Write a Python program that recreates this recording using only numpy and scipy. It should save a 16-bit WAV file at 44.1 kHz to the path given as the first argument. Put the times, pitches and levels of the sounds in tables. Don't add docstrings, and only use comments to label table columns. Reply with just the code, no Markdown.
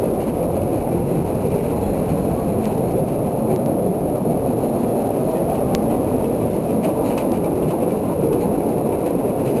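import sys
import numpy as np
from scipy import signal
from scipy.fft import rfft, irfft
from scipy.io import wavfile
from scipy.ndimage import uniform_filter1d

SR = 44100
rng = np.random.default_rng(int(sys.argv[2]) if len(sys.argv) > 2 else 0)


def generate_wav(signal):
    frames = np.transpose(np.atleast_2d(signal))
    scaled = np.clip(frames, -1, 1) * 32767
    pcm = np.round(scaled).astype(np.int16)
    wavfile.write(sys.argv[1], SR, pcm)


N = 423360
TIME = np.arange(N) / SR
HOLD = 4

# (frequency [Hz], bandwidth [Hz], relative level [dB])
FITTING_MODES = [(970, 43, 19), (1250, 91, 10), (2360, 70, 11.5), (2500, 57, -6), (2650, 60, 4),
                 (2890, 75, 7), (4000, 76, 5), (4280, 150, 4), (4790, 150, -0.5)]


def gain_of(db):
    return 10 ** (np.asarray(db) / 20)


def unit_rms(x):
    return x / np.sqrt(np.mean(x ** 2) + 1e-20)


def envelope(curve):
    times, levels = np.transpose(curve)
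    return gain_of(np.interp(TIME, times, levels))


def swell(s, half_s):
    out = np.zeros(N)
    near = slice(max(round((s - 3 * half_s) * SR), 0), round((s + 3 * half_s) * SR))
    out[near] = np.exp(-((TIME[near] - s) / half_s) ** 2)
    return out


def add(mix, s, sound):
    part = mix[round(s * SR):][:len(sound)]
    part += sound[:len(part)]


def wander(slow_hz, fast_hz):
    t = TIME[::128]
    rates = np.geomspace(slow_hz, fast_hz, 40)
    waves = sum(np.sin(2 * np.pi * (hz * t + rng.random())) / np.sqrt(hz) for hz in rates)
    return np.interp(TIME, t, unit_rms(waves))


def impacts(per_s, spread_db):
    size = gain_of(spread_db * np.minimum(rng.exponential(1, N), 4))
    return unit_rms(size * rng.choice([-1., 1.], N) * (rng.random(N) < per_s / SR))


def colour(x, spectrum):
    hz, db = np.transpose(spectrum)
    octave, points = np.log2(np.fft.rfftfreq(N, 1 / SR) + 1), np.log2(hz)
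    outside = abs(octave - np.clip(octave, points[0], points[-1]))
    response = gain_of(np.interp(octave, points, db) - 20 * outside)
    return irfft(rfft(x) * unit_rms(response), N)


def resonate(drive, modes):
    hz = np.fft.rfftfreq(N, 1 / SR)
    response = sum(gain_of(db) / (1 + 2j * (hz - centre) / width) for centre, width, db in modes)
    return unit_rms(irfft(rfft(drive) * response, N))


def strike(modes, tick_db, tick_s):
    age = TIME[:SR // 2]
    tones = sum(gain_of(db - 60 * age / t60) * np.sin(2 * np.pi * hz * age) for hz, db, t60 in modes)
    return tones + gain_of(tick_db) * rng.standard_normal(len(age)) * np.exp(-age / tick_s)


def rim_sizzle(idle_db=-67):
    # (frequency [Hz], bandwidth [Hz], relative level [dB])
    rim_modes = [(2780, 28, 3), (3870, 45, 2), (3905, 40, 10), (4110, 22, 18), (4220, 55, 8),
                 (4955, 50, -15)]
    # (time [s], relative level [dB], half length [s])
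    rubs = [(1.15, -68, .15), (2.0, -67, .3), (2.7, -63, .1), (4.65, -68, .15), (5.0, -68, .1),
            (5.28, -63, 0.037), (7.068, -50, 0.027), (8.43, -55, .025)]
    friction = gain_of(idle_db) + sum(gain_of(db) * swell(s, half_s) for s, db, half_s in rubs)
    return resonate(rng.standard_normal(N), rim_modes) * friction


def flange_squeal(waver=0.005, flutter_db=2.5):
    # (time [s], level [dB], half length [s], frequency [Hz])
    slips = [(1.87, -59, .09, 4150), (2.1, -64, .04, 4215), (2.22, -62, .06, 4200), (2.42, -63, .08, 4270),
             (2.92, -61, .05, 4280), (3.5, -65, .15, 4115), (4.287, -62, .04, 4270), (4.47, -63, .04, 4270),
             (4.64, -63, .08, 4130), (4.77, -63, .06, 4245), (5.28, -65, .05, 4240),
             (7.07, -63, .035, 4140)]
    bent_time = np.cumsum(1 + waver * wander(20, 160)) / SR
    tones = sum(gain_of(db) * swell(s, half_s) * np.sin(2 * np.pi * hz * bent_time)
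                for s, db, half_s, hz in slips)
    return np.sqrt(2) * tones * gain_of(flutter_db * wander(6.6, 30))


def rail_hiss(jolt):
    # (time [s], relative level [dB])
    contact = [(0, -51.5), (0.9, -49), (1.7, -46.5), (2.1, -48), (2.3, -50.5), (2.7, -48.5), (3.9, -53.5),
               (5.0, -51), (7.6, -49), (8.7, -49.5), (9.6, -48)]
    # (frequency [Hz], relative density [dB])
    rail_spectrum = [(700, -16), (1400, 6), (1850, 2.5), (2300, 6.5), (2600, 8), (2900, 0.5), (3300, -5),
                     (3900, -4), (4600, -8), (5500, -9)]
    hiss = colour(impacts(7000, spread_db=1.0), rail_spectrum)
    chinks = resonate(impacts(60, spread_db=1.5), FITTING_MODES) * gain_of(-6.0)
    return ((hiss + chinks) * envelope(contact) + rim_sizzle()) * gain_of(1.3 * jolt)


def clicks(dip_db=-3.0, dip_s=0.00041):
    # (time [s], relative level [dB])
    needles = [(2.6558, -19), (3.5620, -20.5), (3.6614, -23), (5.7502, -4.5), (7.3196, -21)]
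    out = np.zeros(N)
    for s, db in needles:
        offset = np.arange(N) - HOLD * round(s * SR / HOLD)
        needle = np.sinc(offset / HOLD)
        dip = gain_of(dip_db) * np.exp(-(offset / SR / dip_s) ** 2)
        out += gain_of(db) * (needle - dip)
    return out


def clinks(bounce_s=0.011, bounce_db=-2):
    # (time [s], relative level [dB], pitch [Hz])
    taps = [(0.0405, -41, 2600), (0.4289, -40, 2410), (0.5671, -38, 2410), (0.6194, -37, 2600),
            (0.8094, -38, 2310), (0.9153, -39, 2370), (0.9494, -46, 2210), (1.1583, -38, 2345),
            (1.504, -36, 2360), (1.5878, -35, 2240), (1.6094, -38, 1990), (1.9465, -40, 1970),
            (2.2094, -48, 2500), (2.7127, -38, 2560), (2.9085, -36, 2290), (2.966, -45, 2430),
            (4.3071, -40, 2230), (4.8332, -38, 2390), (4.9994, -43, 2590), (5.0594, -40, 2620),
            (5.3572, -36, 2510), (5.499, -38, 2590), (5.899, -37, 2440), (6.2442, -35, 2610),
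            (6.4123, -37, 2350), (6.5345, -38, 2150), (6.675, -40, 2500), (6.693, -36, 2420),
            (7.3597, -38, 2400), (7.444, -33, 2340), (7.6266, -37, 2810), (7.8294, -38, 2670),
            (7.9077, -35, 2320), (8.6047, -37, 2270), (8.9256, -37, 2350)]
    # (ratio to pitch [1], relative level [dB], t60 [s])
    pin_modes = [(0.89, -15, 0.034), (0.999, -5, 0.063), (1.11, -9.5, 0.046), (1.23, -15, .04),
                 (1.62, -17, 0.027)]
    out = np.zeros(N)
    for s, db, hz in taps:
        modes = [(ratio * hz, level, t60) for ratio, level, t60 in pin_modes]
        add(out, s, gain_of(db) * strike(modes, tick_db=-5.5, tick_s=0.0036))
        rebound_s = s + bounce_s * rng.uniform(0.73, 1.4)
        add(out, rebound_s, gain_of(db + bounce_db) * strike(modes, tick_db=-4, tick_s=0.0033))
    return out


def clanks(crunch_db=-0.5, crunch_s=0.039):
    # (time [s], relative level [dB], share of the full ringing time [1])
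    blows = [(5.3134, -46, 0.28), (5.5513, -46, .5), (6.845, -43, 0.92), (7.177, -35, 0.83),
             (7.708, -41.5, .4), (8.3285, -41, 0.54), (9.061, -46, 0.67), (9.4743, -45.5, 0.98)]
    # (frequency [Hz], relative level [dB], full t60 [s])
    steel_modes = [(910, 15, 0.06), (1030, 5, .05), (1090, 9.5, 0.05), (1270, -5, .065), (2220, -3, .1),
                   (2570, 3, .12), (2708, -7, .14), (2910, -3.5, .16), (2900, -20, .12), (3170, -18, .11),
                   (3920, -7, .1), (4650, -7, .06), (4940, -8, .08)]
    # (frequency [Hz], relative density [dB])
    grit_spectrum = [(600, -6), (1000, 5), (1600, -6), (2400, -2), (3300, -4), (4300, -9), (5500, -10)]
    ringing, crunch, age = np.zeros(N), np.zeros(N), TIME[:SR // 2]
    for s, db, share in blows:
        modes = [(hz, level, t60 * share) for hz, level, t60 in steel_modes]
        add(ringing, s, gain_of(db) * strike(modes, tick_db=1, tick_s=0.007))
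        add(crunch, s, gain_of(db + crunch_db) * np.exp(-age / (crunch_s * share)))
    return ringing + crunch * colour(impacts(2000, spread_db=2.0), grit_spectrum)


def rattles(rise_s=0.0083, decay_s=0.05):
    # (time [s], relative level [dB])
    bursts = [(0.205, -36), (0.27, -39), (1.642, -39), (2.083, -40), (2.639, -36), (3.5, -38.5),
              (5.545, -40), (5.903, -40), (6.834, -33), (7.052, -35.5), (7.105, -36), (7.18, -33),
              (7.334, -38), (7.685, -36), (8.406, -37), (9.063, -39), (9.455, -35), (9.564, -37)]
    # (frequency [Hz], relative density [dB])
    fitting_spectrum = [(300, -20), (800, -5), (1500, 9), (1850, 9.5), (2200, 12), (2800, 12), (3300, 1),
                        (4200, -3), (5500, -12)]
    shake, age = np.zeros(N), TIME[:SR // 2]
    burst = (1 - np.exp(-age / rise_s)) * np.exp(-(age / decay_s) ** 2)
    for s, db in bursts:
        add(shake, s - rise_s, gain_of(db) * burst)
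    collisions = impacts(3000, spread_db=3.0)
    clatter = gain_of(-6.5) * colour(collisions, fitting_spectrum)
    ringing = gain_of(-9.5) * resonate(collisions, FITTING_MODES)
    return shake * (clatter + ringing)


def groans(waver=0.011):
    # (time [s], pitch [Hz], level [dB])
    notes = [(1.171, 167.6, -32), (1.85, 3395, -52), (2.39, 1127, -38), (2.636, 216, -23), (3.0, 524, -25),
             (3.45, 220, -26), (3.851, 184.6, -25.5), (5.326, 643, -26), (5.37, 1850, -49),
             (6.42, 1144, -41), (6.777, 215.6, -23), (6.859, 644, -25), (8.077, 1030, -38),
             (8.44, 842, -31), (9.512, 4800, -53), (9.575, 4880, -51)]
    out = np.zeros(N)
    for s, hz, db in notes:
        half_s = 0.044 * (610 / hz) ** 0.62
        t = np.arange(-3 * half_s, 3 * half_s, 1 / SR)
        drift = unit_rms(uniform_filter1d(rng.standard_normal(SR), size=500))[:len(t)]
        tone = np.sqrt(2) * np.sin(2 * np.pi * np.cumsum(hz * (1 + waver * drift)) / SR)
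        add(out, s + t[0], gain_of(db) * tone * np.exp(-(t / half_s) ** 2))
    return out


def body_boom():
    # (frequency [Hz], bandwidth [Hz], relative level [dB])
    hollows = [(531.3, 21, -7.5), (732, 8.4, -12.5)]
    # (time [s], level [dB])
    boom_levels = [(0, -27), (1.5, -48), (2.2, -29.5), (3.0, -35), (5.0, -36.5), (6.0, -34.5), (7.6, -42),
                   (9.6, -31)]
    return resonate(impacts(600, spread_db=1.5), hollows) * envelope(boom_levels)


def body_drone(pitch_hz=235.4, width_hz=9.3, drift=0.022):
    # (time [s], level [dB])
    drone_levels = [(0, -34), (1.5, -36.5), (2.7, -34), (3.0, -38), (3.45, -35.5), (4.2, -32),
                    (4.55, -30.5), (5.0, -28), (5.5, -29), (5.9, -28.5), (8.3, -35), (9.6, -47)]
    cycles = np.cumsum(pitch_hz * (1 + drift * wander(0.7, 4))) / SR
    carrier = np.exp(2j * np.pi * cycles)
    pole = np.exp(-np.pi * width_hz / SR)
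    hum = carrier * signal.lfilter([1 - pole], [1, -pole], impacts(600, spread_db=0.5) / carrier)
    return unit_rms(hum.real) * envelope(drone_levels)


def load_shift(x, depth_db=1.9):
    spectra = signal.stft(x, nperseg=4096, noverlap=3072)[2]
    patches = uniform_filter1d(rng.standard_normal(spectra.shape), size=4, axis=0)
    patches = uniform_filter1d(patches, size=6, axis=1)
    gains = unit_rms(gain_of(depth_db * unit_rms(patches)))
    return signal.istft(spectra * gains, nperseg=4096, noverlap=3072)[1][:N]


def rumble(jolt):
    # (frequency [Hz], relative density [dB])
    deck_spectrum = [(12, -32), (28, -25), (45, -18), (60, -28), (80, -16), (120, -0.5), (160, 0.5),
                     (210, -2.5), (330, -29)]
    spring_spectrum = [(15, -20), (30, -10), (45, -3), (65, -1), (90, 3.5), (120, -0.5), (170, -18)]
    frame_spectrum = [(100, -20), (150, -9.5), (190, -3.5), (260, -2), (340, -1.5), (480, -1.5), (600, -8),
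                      (720, -12.5), (950, -47)]
    wheel_spectrum = [(400, -31), (540, -1), (660, -1), (800, -7), (1000, -23.5), (1250, -22), (1500, -40),
                      (2000, -49), (3500, -54)]
    tread_spectrum = [(620, 0.5), (820, 2.5), (1000, -1), (1250, -13.5), (1500, -20.5), (2000, -45)]
    # (time [s], relative level [dB])
    sway = [(0, -29.5), (0.8, -27), (1.3, -24.5), (2.6, -27.5), (3.5, -27.5), (4.5, -27.5), (5.2, -29.5),
            (6.0, -27.5), (6.8, -32), (7.95, -26), (8.5, -30.5), (9.6, -30.5)]
    heave = [(0, -31.5), (0.9, -32), (1.8, -27.5), (2.4, -32.5), (3.0, -32.5), (3.8, -40.5), (4.4, -32.5),
             (5.0, -38), (5.6, -33.5), (6.1, -31), (6.7, -37.5), (7.45, -35.5), (7.8, -40), (8.3, -34),
             (9.6, -39)]
    roar = [(0, -29), (1.4, -32.5), (2.1, -31), (4.7, -28), (5.6, -25.5), (6.4, -31.5), (7.0, -29),
            (8.0, -35), (9.6, -31)]
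    grind = [(0, -36), (1.0, -34.5), (2.2, -33.5), (3.0, -35.5), (3.5, -35.5), (3.9, -39), (4.5, -36),
             (6.2, -33), (6.5, -35), (7.3, -31), (8.0, -33), (8.5, -32), (9.6, -35)]
    lean = [(3.4, -21.5), (8.1, -20.03)]
    deck = colour(impacts(3000, spread_db=1.0), deck_spectrum) * envelope(sway)
    springs = colour(impacts(1500, spread_db=3.5), spring_spectrum) * envelope(heave)
    frame = colour(impacts(4000, spread_db=1.5), frame_spectrum) * envelope(lean)
    wheels = colour(impacts(2500, spread_db=4.0), wheel_spectrum) * envelope(roar)
    treads = colour(impacts(2500, spread_db=3.5), tread_spectrum) * envelope(grind)
    jolted = frame * gain_of(0.6 * jolt) + wheels * gain_of(0.85 * jolt) + treads * gain_of(0.74 * jolt)
    return load_shift(springs + deck + jolted)


def scene():
    jolt = wander(5, 24)
    noise_floor = gain_of(-57.0) * rng.standard_normal(N)
    rolling = rumble(jolt) + body_boom() + body_drone() + groans() + rail_hiss(jolt) + flange_squeal()
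    loose_steel = rattles() + clinks() + clanks()
    return (noise_floor + rolling + loose_steel + clicks())[None]


def record(dry, cutoff_hz=15400):
    slow = signal.resample(dry, N // HOLD, axis=1)
    held = np.repeat(slow, HOLD, axis=1)
    low_pass = signal.firwin(511, cutoff_hz, window=("kaiser", 9), fs=SR)
    return signal.oaconvolve(held, low_pass[None], "same")


dry = scene()
out = record(dry)
generate_wav(out)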